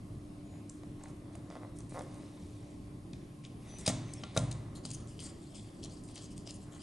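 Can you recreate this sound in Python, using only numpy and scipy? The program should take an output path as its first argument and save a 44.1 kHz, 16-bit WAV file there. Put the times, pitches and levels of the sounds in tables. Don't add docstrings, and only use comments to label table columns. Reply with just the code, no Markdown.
import sys
import numpy as np
from scipy import signal
from scipy.fft import rfft, irfft, next_fast_len
from scipy.io import wavfile
from scipy.ndimage import uniform_filter1d

SR = 44100
rng = np.random.default_rng(int(sys.argv[2]) if len(sys.argv) > 2 else 0)


def attenuation_scalar(level_db):
    decades = np.asarray(level_db, float) / 20
    return 10 ** decades


def pcm_store(signal):
    levels = np.round(np.clip(np.atleast_2d(signal), -1, 1) * 32767)
    wavfile.write(sys.argv[1], SR, levels.astype(np.int16).T)


N = 300762

# start in seconds, peak in dB, brightest Hz, room tail in dB.
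WIRE_TICKS = [(0.6949, -32.5, 7541, -5.5), (0.835, -53, 6500, -3), (1.0363, -36.5, 7974, -9),
              (1.0585, -49, 2002, -7.5), (1.013, -51.5, 1785, -6), (0.541, -53, 2193, 3),
              (1.354, -36.5, 9535, -13.5), (1.503, -44.5, 4973, -7), (1.555, -48, 4600, -9),
              (1.7874, -36.5, 9765, -7), (1.806, -41, 6100, -5), (1.8955, -40, 10250, -8.5),
              (1.9913, -38, 6204, -13), (2.0094, -47, 3200, -14), (2.144, -41.5, 9100, -0.5)]
# start in seconds, peak in dB, brightest Hz, room tail in dB.
SEAT_TICKS = [(3.1337, -41, 4300, -5.5), (3.136, -44.5, 2440, -9.5), (3.438, -54.5, 3400, -5),
              (3.451, -40, 3472, -9), (3.7141, -53, 3383, -6), (3.7135, -53, 7600, -15),
              (3.692, -49.5, 8600, -10), (3.785, -36, 8474, 0.5), (3.7945, -47, 6440, -1),
              (3.8626, -35, 3500, -6.5), (3.8646, -22, 4973, -1), (3.878, -16, 5161, -16),
              (3.8883, -23, 6329, -22), (3.896, -32.5, 5140, -17), (4.1361, -31, 8255, -10),
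              (4.2362, -33, 3150, -8.5), (4.365, -31, 3830, -2.5), (4.3755, -26, 3950, -20),
              (4.391, -31, 7400, 0.5), (4.39, -37, 3800, -7), (4.5129, -32.5, 8600, -17),
              (4.5162, -36, 3800, -13), (4.5264, -36.5, 6540, -5.5)]
# start in seconds, peak in dB, brightest Hz, room tail in dB.
TURN_TICKS = [(4.7546, -45, 6600, -7.5), (4.8518, -30, 4728, -3), (4.8542, -26.5, 7800, -15.5),
              (4.8605, -28, 8034, -15), (4.9045, -29, 8300, -8), (4.9126, -29.5, 7771, -15),
              (4.9152, -28, 8600, -10), (4.948, -39, 8600, -7), (5.074, -41, 7883, 6.5),
              (5.192, -34.5, 3173, -1), (5.2032, -32.5, 8531, 1), (5.2255, -42.5, 6000, -15),
              (5.268, -38, 6604, -12), (5.546, -44, 7200, 11.5), (5.83, -51.5, 3100, -8),
              (5.8388, -30.5, 6530, -6), (5.8475, -31.5, 7162, -10.5), (5.857, -44, 4300, -12.5),
              (6.0377, -41.5, 9000, 4.5), (6.088, -45, 4016, 4), (6.1572, -31.5, 7700, -4.5),
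              (6.1615, -41, 3060, -12), (6.179, -37, 4500, 1.5), (6.3625, -58.5, 8153, -12),
              (6.379, -32, 6690, -6), (6.4675, -46, 4900, -15), (6.4745, -32.5, 4783, -7),
              (6.4956, -38, 4540, -22), (6.5078, -31, 7046, -7), (6.5415, -47, 8000, -10),
              (6.6193, -52, 8110, 14.5), (6.794, -48, 4970, -9), (6.804, -51, 4980, -9)]
# frequency in Hz, width in Hz, level in dB.
SCREW, BLADE, TIP = [(2300, 590, 1), (3331.3, 1096, -9.5), (3737.5, 710, 1.5)], [(4700, 580, -10), (6100.4, 1004, -10.5)], [(6600, 1725, -1), (8600, 3300, 7), (10637, 4105, 1)]
# frequency in Hz, width in Hz, level in dB.
CLAMPED = [
    [(2200, 500, -13), (3180, 380, 0), (3950, 300, -9)],
    [(4720, 520, 0), (5300, 300, -4), (6200, 450, -9)],
    [(7170, 650, 0), (8600, 1000, 1), (10100, 1800, -3)],
]
TICK_MS, TICK_OCTAVES = 1.9, .68
BITE_MS, BITE_OCTAVES = .55, .95
REBOUND_MS, REBOUND_DB = 2.3, -9
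LIGHT_DB, MS_PER_DB = -40, .11
RISE_MS, RISE_MS_PER_DB = 0.596, 1
FIRM_DB, OCTAVES_PER_DB = -30, .04

# start in seconds, length in seconds, level in dB, half of tip over screw in
# dB.
FUMBLES = [(0.987, 0.091, -74, -1), (1.08, 0.03, -74.5, 12), (1.32, 0.075, -73, 3),
           (1.495, 0.091, -70.5, 0), (1.752, 0.0608, -70, 6.5), (1.889, 0.0705, -65.5, 4.5),
           (1.93, 0.1252, -65.5, 3), (2.018, 0.3142, -70.5, 1.5), (2.294, 0.23, -72.5, 2),
           (2.5, 0.25, -73.5, 1), (3.435, 0.03398, -63, 0.5), (3.582, 0.4305, -66.5, -1),
           (3.7, 0.032, -75.5, 4.5), (3.786, 0.0322, -65.5, 11), (3.85, 0.023, -54, -1),
           (3.883, 0.027, -43.5, 2.5), (3.897, 0.067, -70.5, -4), (4.033, 0.22, -67.5, -0.5),
           (4.185, 0.2, -70.5, -1), (4.343, 0.022, -57.5, 2), (4.362, 0.028, -47, 5.5),
           (4.378, 0.0776, -73, 5), (4.51, 0.017, -55, 1.5)]
# start in seconds, length in seconds, level in dB, half of tip over
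# screw in dB, blade in dB.
TURNS = [(4.748, 0.0422, -64.5, 5.5, 3), (4.83, 0.043, -64, 4, 0), (4.88, 0.0542, -62, 5.5, -1.5),
         (4.93, 0.02322, -54.5, 8, -7.5), (4.96, 0.058, -68, 4, -2.5), (5.064, 0.1912, -73, 1.5, -1),
         (5.193, 0.03205, -60, 2.5, 3), (5.22, 0.06042, -58.5, 8.5, 1), (5.285, 0.02462, -63.5, 6, -3),
         (5.34, 0.36, -71.5, 4, -2.5), (5.538, 0.06, -60, -0.5, -4.5), (5.61, 0.12, -81, -3, 0),
         (5.74, 0.0803, -73.5, 4, 2.5), (5.823, 0.04099, -57.5, 2, 1.5), (5.89, 0.06203, -66.5, 6, 2),
         (5.96, 0.049, -75, 8, 7), (6.03, 0.02448, -71.5, 9, -2), (6.07, 0.04793, -70, 8.5, 1),
         (6.14, 0.01846, -66, 4.5, 4), (6.158, 0.03, -58, -2, 0), (6.205, 0.05852, -64, 8, -2.5),
         (6.3, 0.036, -66, 5.5, -0.5), (6.36, 0.048, -68, 6, -0.5), (6.452, 0.0392, -63.5, 3, 2),
         (6.484, 0.0251, -58.5, 1, 6), (6.51, .025, -69, 8, -1), (6.535, 0.033, -65, 9, -6.5),
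         (6.6, 0.0377, -65.5, 4.5, -8), (6.71, 0.069, -67, 4.5, -4), (6.785, 0.16, -59.5, 2, 2.5)]
LOOSE_BLADE_DB = -3.5
LOOSE_PEAKY_DB, LOOSE_WIDEN = 0.37, 1.4574
LOADED_PEAKY_DB, LOADED_WIDEN = 2.8, 1.6
WANDER, WANDER_S = .07, .06

# start in seconds, contact length in seconds, rms in dB.
CLACKS = [
    (3.8615, 0.00703, -28.5),
    (3.8758, 0.0053, -24.5),
    (4.3729, 0.0059, -24.5),
]
# frequency in Hz, width in Hz, level in dB.
SHAFT = [
    [(2481, 290, -9), (3865.4, 230, -5), (5030, 280, 1), (5830, 240, -11), (7205, 270, -12),
     (7550, 220, -14), (8782, 310, 1)],
    [(3396.5, 140, -9), (3800, 150, -3), (4818.3, 390, 0), (4966.5, 48, -6), (5816.8, 300, -6),
     (6400, 340, -3.5), (7835, 180, -1), (8510, 230, 0), (9600, 190, 1), (11000, 420, -1), (11500, 80, -28),
     (11800, 130, -27)],
    [(2470, 150, -11), (3810, 250, 3), (5140, 150, -8.5), (5690, 80, -14), (6160, 170, -3.5),
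     (6940, 190, -11.5), (7530, 240, -5), (9000, 140, -6), (9455, 120, -17), (9844, 200, -9.5)],
]
CHATTER_DB = 4

# start in seconds, length in seconds, first Hz, last Hz, top level in dB.
SQUEALS = [(.44, .175, 6830, 6900, -73), (3.68, .132, 5960, 6030, -57), (4.05, .14, 6200, 6150, -63),
           (3.81, .045, 5700, 5610, -64), (4.172, .026, 5490, 5440, -59), (3.668, .115, 10120, 10000, -68),
           (3.775, .05, 9980, 10400, -69), (3.82, .04, 10400, 10230, -70), (3.535, .13, 9600, 11700, -75),
           (3.605, .065, 8500, 9500, -73), (4.148, .03, 5530, 5500, -70)]
SQUEAL_ENDS_DB = -6
SAG_HZ_PER_DB, QUIET_DB = 8.5, -73

# start in seconds, peak in dB, room tail in dB.
BUMPS = [(0.835, -46, -15), (1.353, -45, -5), (1.5036, -46, -7.5), (1.554, -50.5, -3), (1.65, -57, -12),
         (1.807, -48.5, -7), (2.234, -51, -20), (3.862, -38.5, 5.5), (3.878, -29.5, -4), (3.898, -33, -17),
         (4.237, -43, -9.5), (4.365, -31, -1.5), (4.375, -30.5, -10), (4.853, -41.5, -4), (5.846, -48, 1.5),
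         (6.098, -50, -26.5), (6.161, -55, 9), (6.473, -45.5, -5)]
# frequency in Hz, width in Hz, level in dB.
BOX = [(568.18, 130, -0.5), (750, 296, 0), (1044, 51.96, -5), (1704.5, 233, -16.5), (1959.9, 93.2, -8.5)]
BUMP_MS, BUMP_OCTAVES = 2.4, 1.6
LID_HZ, LID_SCATTER = 612, 0.15
# start in seconds, level in dB, upper modes in dB.
LID_BLOWS = [
    (3.8775, -32.5, -5),
    (3.898, -41, -11),
    (4.3648, -32, 1),
    (4.3755, -34.5, -2),
    (4.2365, -48, 7.5),
]
# frequency in Hz, level in dB, 60 dB decay in seconds.
LID = [(563, -4.5, .06), (640, -0.5, .05), (778, -2, .045), (1156, -6.5, .06), (1380, -11.5, .14)]
# start in seconds, length in seconds, level in dB, slips per second.
RUBS = [(0.978, 0.12696, -66.5, 870), (1.133, 0.65, -73.5, 600), (1.487, 0.1409, -73, 602.3),
        (1.905, 0.02, -70, 220), (1.943, 0.054, -56, 830), (2.003, 0.21, -71, 627.3),
        (2.13, 0.3391, -75.5, 961.3), (3.621, 0.2523, -66.5, 1980), (3.9, 0.77, -65.5, 2200),
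        (4.376, 0.3788, -71, 3300), (4.557, 0.2678, -74, 1200), (4.954, 0.13, -70, 1182.6),
        (5.199, 0.14127, -66.5, 1870), (6.646, 0.1604, -67, 1520)]
# start in seconds, level in dB.
JERKS = [(1.0343, -57.5), (1.058, -46), (1.068, -53), (1.5025, -43), (1.5114, -38.5), (1.5251, -42),
         (1.5546, -37.5), (1.5627, -43), (1.5684, -38.5), (1.5732, -50), (1.6143, -56), (1.6189, -49),
         (1.6255, -46), (1.6335, -37.5), (1.6488, -41.5), (1.9222, -42), (1.9451, -39), (1.9509, -38.5),
         (1.9566, -38), (1.9623, -34.5), (1.9675, -42), (1.9733, -34.5), (1.9798, -34.5), (1.987, -35),
         (1.9939, -34.5), (2.0038, -46), (2.0095, -33.5)]
JERK_DB = 11.5

KNOCK_S = [3.8805, 4.237, 4.376, 4.852, 3.135, 4.43]
# deep modes in dB, upper modes in dB, ring length factor.
KNOCKS = [
    (-26, -25.5, 1.22),
    (-41, -41, 0.617),
    (-23.5, -30.5, 1.26),
    (-43.5, -42.5, 2.2),
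    (-42, -52, 1.105),
    (-41, -48, 0.47),
]
# frequency in Hz, level in dB, 60 dB decay in seconds.
CAGE = [(55.2, -1.5, 1), (104.69, -5, 1.0), (121.7, -0.5, 0.82), (149.5, -6, 0.99), (152, 10.5, 0.039),
        (625, -11.5, 0.3), (185.5, 3.5, 0.25), (250.5, 1.5, 0.29), (292, -9, 0.65), (559, -12, 0.038),
        (592, -19, 0.4), (708.6, -16.5, 0.18)]

# frequency in Hz, level in dB per Hz.
AIR = [(15, -40), (25, -7.5), (126, -1), (190, -2), (266, -5.5), (294, -6.5), (401, -9.5), (468, -20),
       (574, -16.5), (936, -25.5), (1090, -24.5), (1450, -33), (1920, -32), (6260, -39.5), (11600, -42.5),
       (15100, -102), (22000, -120)]
AIR_DB = -47
# frequency in Hz, correlation.
SAME = [(30, 1), (140, 1), (350, 0.85856), (840, 0.056), (2000, 0.1456), (4900, 0.62), (9000, 1),
        (11700, 0.9871)]
# frequency in Hz, width in Hz, level in dB.
HUM = [(61.62, 10, -79.5), (104.5, 23.4, -54.5), (330.22, 2.8, -63), (571.93, 9.106, -73.5),
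       (1059.3, 89, -75), (9132.3, 1700, -76)]
MOTOR_HZ = 296.6
# time in seconds, level in dB.
MOTOR = [(0, -55), (0.8, -50.5), (1.5, -53), (2.4, -52.5), (3.4, -55), (4.2, -60.5), (5.2, -57),
         (6.002, -56), (6.82, -55)]

# frequency in Hz, 60 dB decay in seconds.
ROOM = [(200, 1), (700, 0.66), (2000, 0.8546), (5000, 0.5299), (10000, 0.3312)]
CLACK_ROOM_DB, STROKE_ROOM_DB = -24, -10
# frequency in Hz, gain in dB.
SHADE = [(28, -23.5), (75, 5), (300, 5.5), (9200, 0.5), (10200, -3.5), (11000, -8), (11800, -11),
         (12300, -32)]
# frequency in Hz, lead of the left in radians.
PORTS = [(0, 0.78), (1120, -0.47), (1720, -0.6), (4220, -0.451), (8440, -0.0625), (9820, -0.86),
         (11900, 0.15)]
# frequency in Hz, gain in dB.
MIC = [(12, -31.5), (22, 6), (40, -2), (11700, -1.5), (12100, -33), (12400, -55)]
TOP_BANDS_HZ, TOP_FLUTTER_DB, DROPPED_PERCENT = (11050, 11500), 1.6, (20, 34)


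def ticks():
    return contacts(WIRE_TICKS + SEAT_TICKS, SCREW + BLADE + TIP, -6, 1, TICK_MS, TICK_OCTAVES, .045)


def bites():
    dry, sent = contacts(TURN_TICKS, sum(CLAMPED, []), -6, 1, BITE_MS, BITE_OCTAVES, .06, skid=.1)
    rebound = np.roll(dry, round(REBOUND_MS * SR / 1000), 1)
    return dry + attenuation_scalar(REBOUND_DB) * rebound, sent


def contacts(events, modes, peaky_db, aside, light_ms, light_octaves, damping, skid=1):
    dry, sent = np.zeros((2, N)), np.zeros((2, N))
    t, hz = np.arange(1024) / SR, np.fft.rfftfreq(1024, 1 / SR)
    body = 1.95 + sum(attenuation_scalar(db) / (1 + (2 * (hz - f) / w) ** 2) for f, w, db in modes)
    chance = rng.standard_normal((len(events), 2, 1024))
    for (s, db, top_hz, tail_db), (noise, uneven) in zip(events, chance):
        ms = light_ms + skid * MS_PER_DB * (db - LIGHT_DB)
        octaves = light_octaves + OCTAVES_PER_DB * max(db - FIRM_DB, 0)
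        rise_s = max(RISE_MS + skid * RISE_MS_PER_DB * (db - LIGHT_DB), .2) / 1000
        rise = np.clip((t - .002) / rise_s, 0, 1)
        u = (t - .002) / (np.clip(ms, .5, 9) / 1000)
        fall = np.exp(-np.clip(u, 0, 9) ** 1.53 * 0.95)
        burst = noise * attenuation_scalar(5.112 * uneven) * rise * fall
        distance = abs(np.log2((hz + 1) / top_hz) / np.clip(octaves, .1, 2))
        hump = body * np.exp(-.5 * distance ** 2.4)
        wide = irfft(rfft(burst) * hump)
        main_mode = resonate(burst, top_hz, damping * top_hz)
        sound = evened(wide) + attenuation_scalar(peaky_db) * evened(main_mode)
        peak = abs(sound).max()
        add(dry, s - .002 - .001 * skid, panned(attenuation_scalar(db) * sound / peak, aside * hand_pan(s)))
        snap = np.roll(irfft(hump ** 2), 200)
        energy = np.linalg.norm(sound) / peak / np.linalg.norm(snap)
        add(sent, s - .003, panned(attenuation_scalar(db + tail_db) * energy * snap, 0))
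    return dry, sent


def grinding(strokes, parts, peaky_db, widen):
    size = attenuation_scalar(peaky_db * np.minimum(rng.exponential(1, N), 4))
    slips = size * rng.standard_normal(N) * (rng.random(N) < 7000 / SR)
    judder = attenuation_scalar(0.63 * evened(uniform_filter1d(rng.standard_normal((3, N)), 260)))
    power = np.zeros((3, N))
    for s, length, db, tilt_db, blade_db in strokes:
        at, shape = swell(s, length)
        level = attenuation_scalar(db + np.array([-tilt_db, blade_db, tilt_db]))
        power[:, at] += (level[:, None] * shape) ** 2
    sound = sum(np.sqrt(p) * ring(slips * j, modes, widen) for p, j, modes in zip(power, judder, parts))
    return panned(sound, hand_pan(np.arange(N) / SR))


def ring(slips, modes, widen):
    slow = rng.standard_normal((2, len(modes), N // 100 + 2))
    rocking = attenuation_scalar(2.4 * evened(uniform_filter1d(uniform_filter1d(slow[0], 4), 4)))
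    span = round(WANDER_S * SR / 100)
    drift = 1 + WANDER * evened(uniform_filter1d(uniform_filter1d(slow[1], span), span))
    own = rng.choice([-1., 1.], (len(modes), N)) * (rng.random((len(modes), N)) < .6)
    out, at = np.zeros(N), np.arange(N) / 100
    for (f, w, db), g, d, o in zip(modes, rocking, drift, own):
        mode_hz = f * np.interp(at, np.arange(len(d)), d)
        turn = np.exp(2j * np.pi * np.cumsum(mode_hz) / SR)
        r = np.exp(-np.pi * widen * w / SR)
        base = signal.lfilter([(1 - r) ** 2], [1, -2 * r, r * r], slips * o * turn.conj())
        gain = np.interp(at, np.arange(len(g)), g) * attenuation_scalar(db)
        out += gain * (turn * base).real
    return evened(out)


def swell(s, length):
    at = np.arange(round(s * SR), min(round((s + 1.4 * length) * SR), N))
    u = (at / SR - s) / length
    return at, np.clip(u / 0.21043, 0, 1) * np.clip((1.3 - u) / .5, 0, 1)


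def clacks():
    out = np.zeros((2, N))
    for (s, length, db), modes in zip(CLACKS, SHAFT):
        t = np.arange(0, length, 1 / SR)
        tone = np.zeros(len(t))
        for f, _, mode_db in modes:
            chatter = evened(uniform_filter1d(rng.standard_normal(len(t)), size=40))
            tone += attenuation_scalar(mode_db + CHATTER_DB * chatter) * np.sin(2 * np.pi * (f * t + rng.random()))
        shape = np.sin(np.pi * (t / length) ** 0.92) ** 1.25
        add(out, s, panned(attenuation_scalar(db) * evened(tone) * shape, hand_pan(s)))
    return out


def squeals():
    out = np.zeros((2, N))
    tremble = evened(uniform_filter1d(rng.standard_normal((2, N)), 250))
    for s, length, first_hz, last_hz, top_db in SQUEALS:
        u = np.arange(0, length, 1 / SR) / length
        pitch, shake = tremble[:, round(s * SR):][:, :len(u)]
        sag_hz = SAG_HZ_PER_DB * max(top_db - QUIET_DB, 0) * abs(2 * u - 1) ** 2.4
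        glide_hz = first_hz + (last_hz - first_hz) * u + sag_hz
        tone = np.sin(2 * np.pi * np.cumsum(glide_hz * (1 + 0.002 * pitch)) / SR)
        level = np.sqrt(2) * attenuation_scalar(top_db + SQUEAL_ENDS_DB * (2 * u - 1) ** 2 + 1.545 * shake)
        add(out, s, panned(tone * level * signal.windows.tukey(len(u), .15), 0.6))
    return out


def bumps():
    spots_hz = LID_HZ * (1 + LID_SCATTER * rng.uniform(-0.83, 1, len(BUMPS)))
    events = [(s, db, hz, tail_db) for (s, db, tail_db), hz in zip(BUMPS, spots_hz)]
    return contacts(events, BOX, 0.62, -0.521, BUMP_MS, BUMP_OCTAVES, 0.1)


def lid():
    out, t = np.zeros((2, N)), np.arange(SR // 4) / SR
    for s, db, upper_db in LID_BLOWS:
        modes = sum(attenuation_scalar(d + upper_db * (f > 1000) - 60 * t / t60) * np.sin(2 * np.pi * f * t)
                    for f, d, t60 in LID)
        add(out, s, panned(attenuation_scalar(db) * modes, 0))
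    return out


def rubbing():
    slips, size = np.zeros(N), attenuation_scalar(5.77 * rng.standard_normal(N))
    unsteady = attenuation_scalar(1.6 * evened(uniform_filter1d(rng.standard_normal(N), 150)))
    for s, length, db, per_s in RUBS:
        at, shape = swell(s, length)
        count = np.floor(np.cumsum(per_s * unsteady[at]) / SR)
        slip_now = np.diff(count, prepend=0) > 0
        slips[at] -= attenuation_scalar(db) * shape * size[at] * slip_now * np.sqrt(SR / per_s)
    for s, db in JERKS:
        slips[round(s * SR)] -= attenuation_scalar(db + JERK_DB)
    slips -= uniform_filter1d(slips, 120)
    plate = sum(attenuation_scalar(db) * resonate(slips, f, w) for f, w, db in BOX)
    soft_plastic = signal.butter(N=4, Wn=2000, fs=SR, output="sos")
    return panned(attenuation_scalar(14.0) * signal.sosfilt(soft_plastic, plate), -.5)


def cage():
    out, t = np.zeros((2, N)), np.arange(SR) / SR
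    for s, (deep_db, upper_db, longer) in zip(KNOCK_S, KNOCKS):
        ringing = np.zeros(SR)
        for f, db, t60 in CAGE:
            level = attenuation_scalar(db + (deep_db if f < 160 else upper_db) - 60 * t / (t60 * longer))
            ringing += level * np.sin(2 * np.pi * f * t) * (1 - .5 * np.exp(-t * f / 70.7))
        add(out, s, panned(attenuation_scalar(-6.5) * ringing, 0))
    rattle = evened(uniform_filter1d(uniform_filter1d(rng.standard_normal(N), 700), 700))
    return out * attenuation_scalar(2.2 * rattle)


def room(x):
    taps = np.zeros((2, SR))
    at = np.arange(250, SR - 20, 20)
    at = at + rng.integers(0, 20, (2, len(at)))
    np.put_along_axis(taps, at, rng.choice([-1., 1.], at.shape), 1)
    taps[1] = 1.0056 * taps[0] + 0.4903 * taps[1]
    hz, t, z = signal.stft(taps, SR, nperseg=256)
    tail = signal.istft(z * attenuation_scalar(-60 * t / read(ROOM, hz)[:, None]), SR, nperseg=256)[1]
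    tail = tail / np.linalg.norm(tail, axis=1)[:, None]
    return signal.fftconvolve(x.mean(0)[None], tail, axes=1)[:, :N]


def workshop():
    frames, hz = N // 512 + 5, np.fft.rfftfreq(2048, 1 / SR)
    a, b, c, d, patches = rng.standard_normal((frames, 1025, 5)).T
    patches = evened(uniform_filter1d(uniform_filter1d(patches, 20, 0), 8, 1))
    same = np.clip(read(SAME, hz), -1, .992)[:, None]
    left = a + 1j * b
    right = same * left + np.sqrt(1 - same ** 2) * (c + 1j * d)
    z = np.array([left, right]) * attenuation_scalar(read(AIR, hz)[:, None] + 1.4 * patches)
    air = attenuation_scalar(AIR_DB) * evened(signal.istft(z, nperseg=2048, noverlap=1536)[1][:, :N])
    shake = rng.standard_normal(N + SR)
    drift = evened(resonate(shake, 0.29, 0.9125)[SR:])
    motor_level = np.sqrt(2) * attenuation_scalar(np.interp(np.arange(N) / SR, *np.transpose(MOTOR)))
    motor = motor_level * np.sin(2 * np.pi * np.cumsum(MOTOR_HZ + 0.65528 * drift) / SR)
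    hum = sum(attenuation_scalar(db) * evened(resonate(resonate(shake, f, w), f, w)[SR:]) for f, w, db in HUM)
    return air + motor + hum


def evened(x):
    return x / np.sqrt(np.mean(x ** 2) + 1e-20)


def read(points, hz):
    f, value = np.transpose(points)
    return np.interp(np.log(hz + 1), np.log(f + 1), value)


def add(mix, s, sound):
    part = mix[:, round(s * SR):][:, :sound.shape[1]]
    part += sound[:, :part.shape[1]]


def panned(x, pan_db):
    return np.array([x * attenuation_scalar(pan_db / 2), x * attenuation_scalar(-pan_db / 2)])


def hand_pan(s):
    return np.interp(s, [2.5, 3.2, 4.7], [-.2, 1.2, 3.5])


def resonate(x, hz, width):
    pole = np.exp((2j * np.pi * hz - np.pi * width) / SR)
    return 2 * signal.lfilter([1 - abs(pole)], [1, -pole], x).real


def colour(x, points, lead=((1, 0), (2, 0))):
    size = next_fast_len(N + 4096)
    hz = np.fft.rfftfreq(size, 1 / SR)
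    turn = np.exp(.5j * read(lead, hz))
    return irfft(rfft(x, size) * attenuation_scalar(read(points, hz)) * np.array([turn, 1 / turn]), size)[:, :N]


def narrowed(x):
    hz, t, z = signal.stft(x, SR, nperseg=2048, noverlap=1024)
    power = (abs(z) ** 2).mean(0) + 1e-20
    top = power[hz > TOP_BANDS_HZ[0]].sum(0)
    treble = power[(hz > 2000) & (hz < TOP_BANDS_HZ[0])].sum(0)
    top_db = 10 * np.log10(top / treble)
    top_db = np.maximum(top_db, np.median(top_db) - 4) + TOP_FLUTTER_DB * rng.standard_normal(len(t))
    keep = np.ones(z.shape[1:])
    for band_hz, percent in zip(TOP_BANDS_HZ, DROPPED_PERCENT):
        keep *= (hz[:, None] < band_hz) | (top_db > np.percentile(top_db, percent))
    return signal.istft(z * keep, SR, nperseg=2048, noverlap=1024)[1][:, :N]


def scene():
    tick, tick_sent = ticks()
    bite, bite_sent = bites()
    bump, bump_sent = bumps()
    loose = [stroke + (LOOSE_BLADE_DB,) for stroke in FUMBLES]
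    strokes = grinding(loose, (SCREW, BLADE, TIP), LOOSE_PEAKY_DB, LOOSE_WIDEN)
    strokes = strokes + grinding(TURNS, CLAMPED, LOADED_PEAKY_DB, LOADED_WIDEN) + rubbing()
    blows = clacks()
    sent = attenuation_scalar(CLACK_ROOM_DB) * blows + attenuation_scalar(STROKE_ROOM_DB) * strokes + tick_sent + bite_sent + bump_sent
    work = tick + bite + bump + strokes + blows + lid() + cage() + room(sent)
    return colour(work, SHADE, PORTS) + squeals() + workshop()


def band_limit(x):
    return signal.sosfilt(signal.butter(12, 12340, fs=SR, output="sos"), x)


def record(dry):
    mix = narrowed(colour(dry, MIC))
    return band_limit(mix)


dry = scene()
out = record(dry)
pcm_store(out)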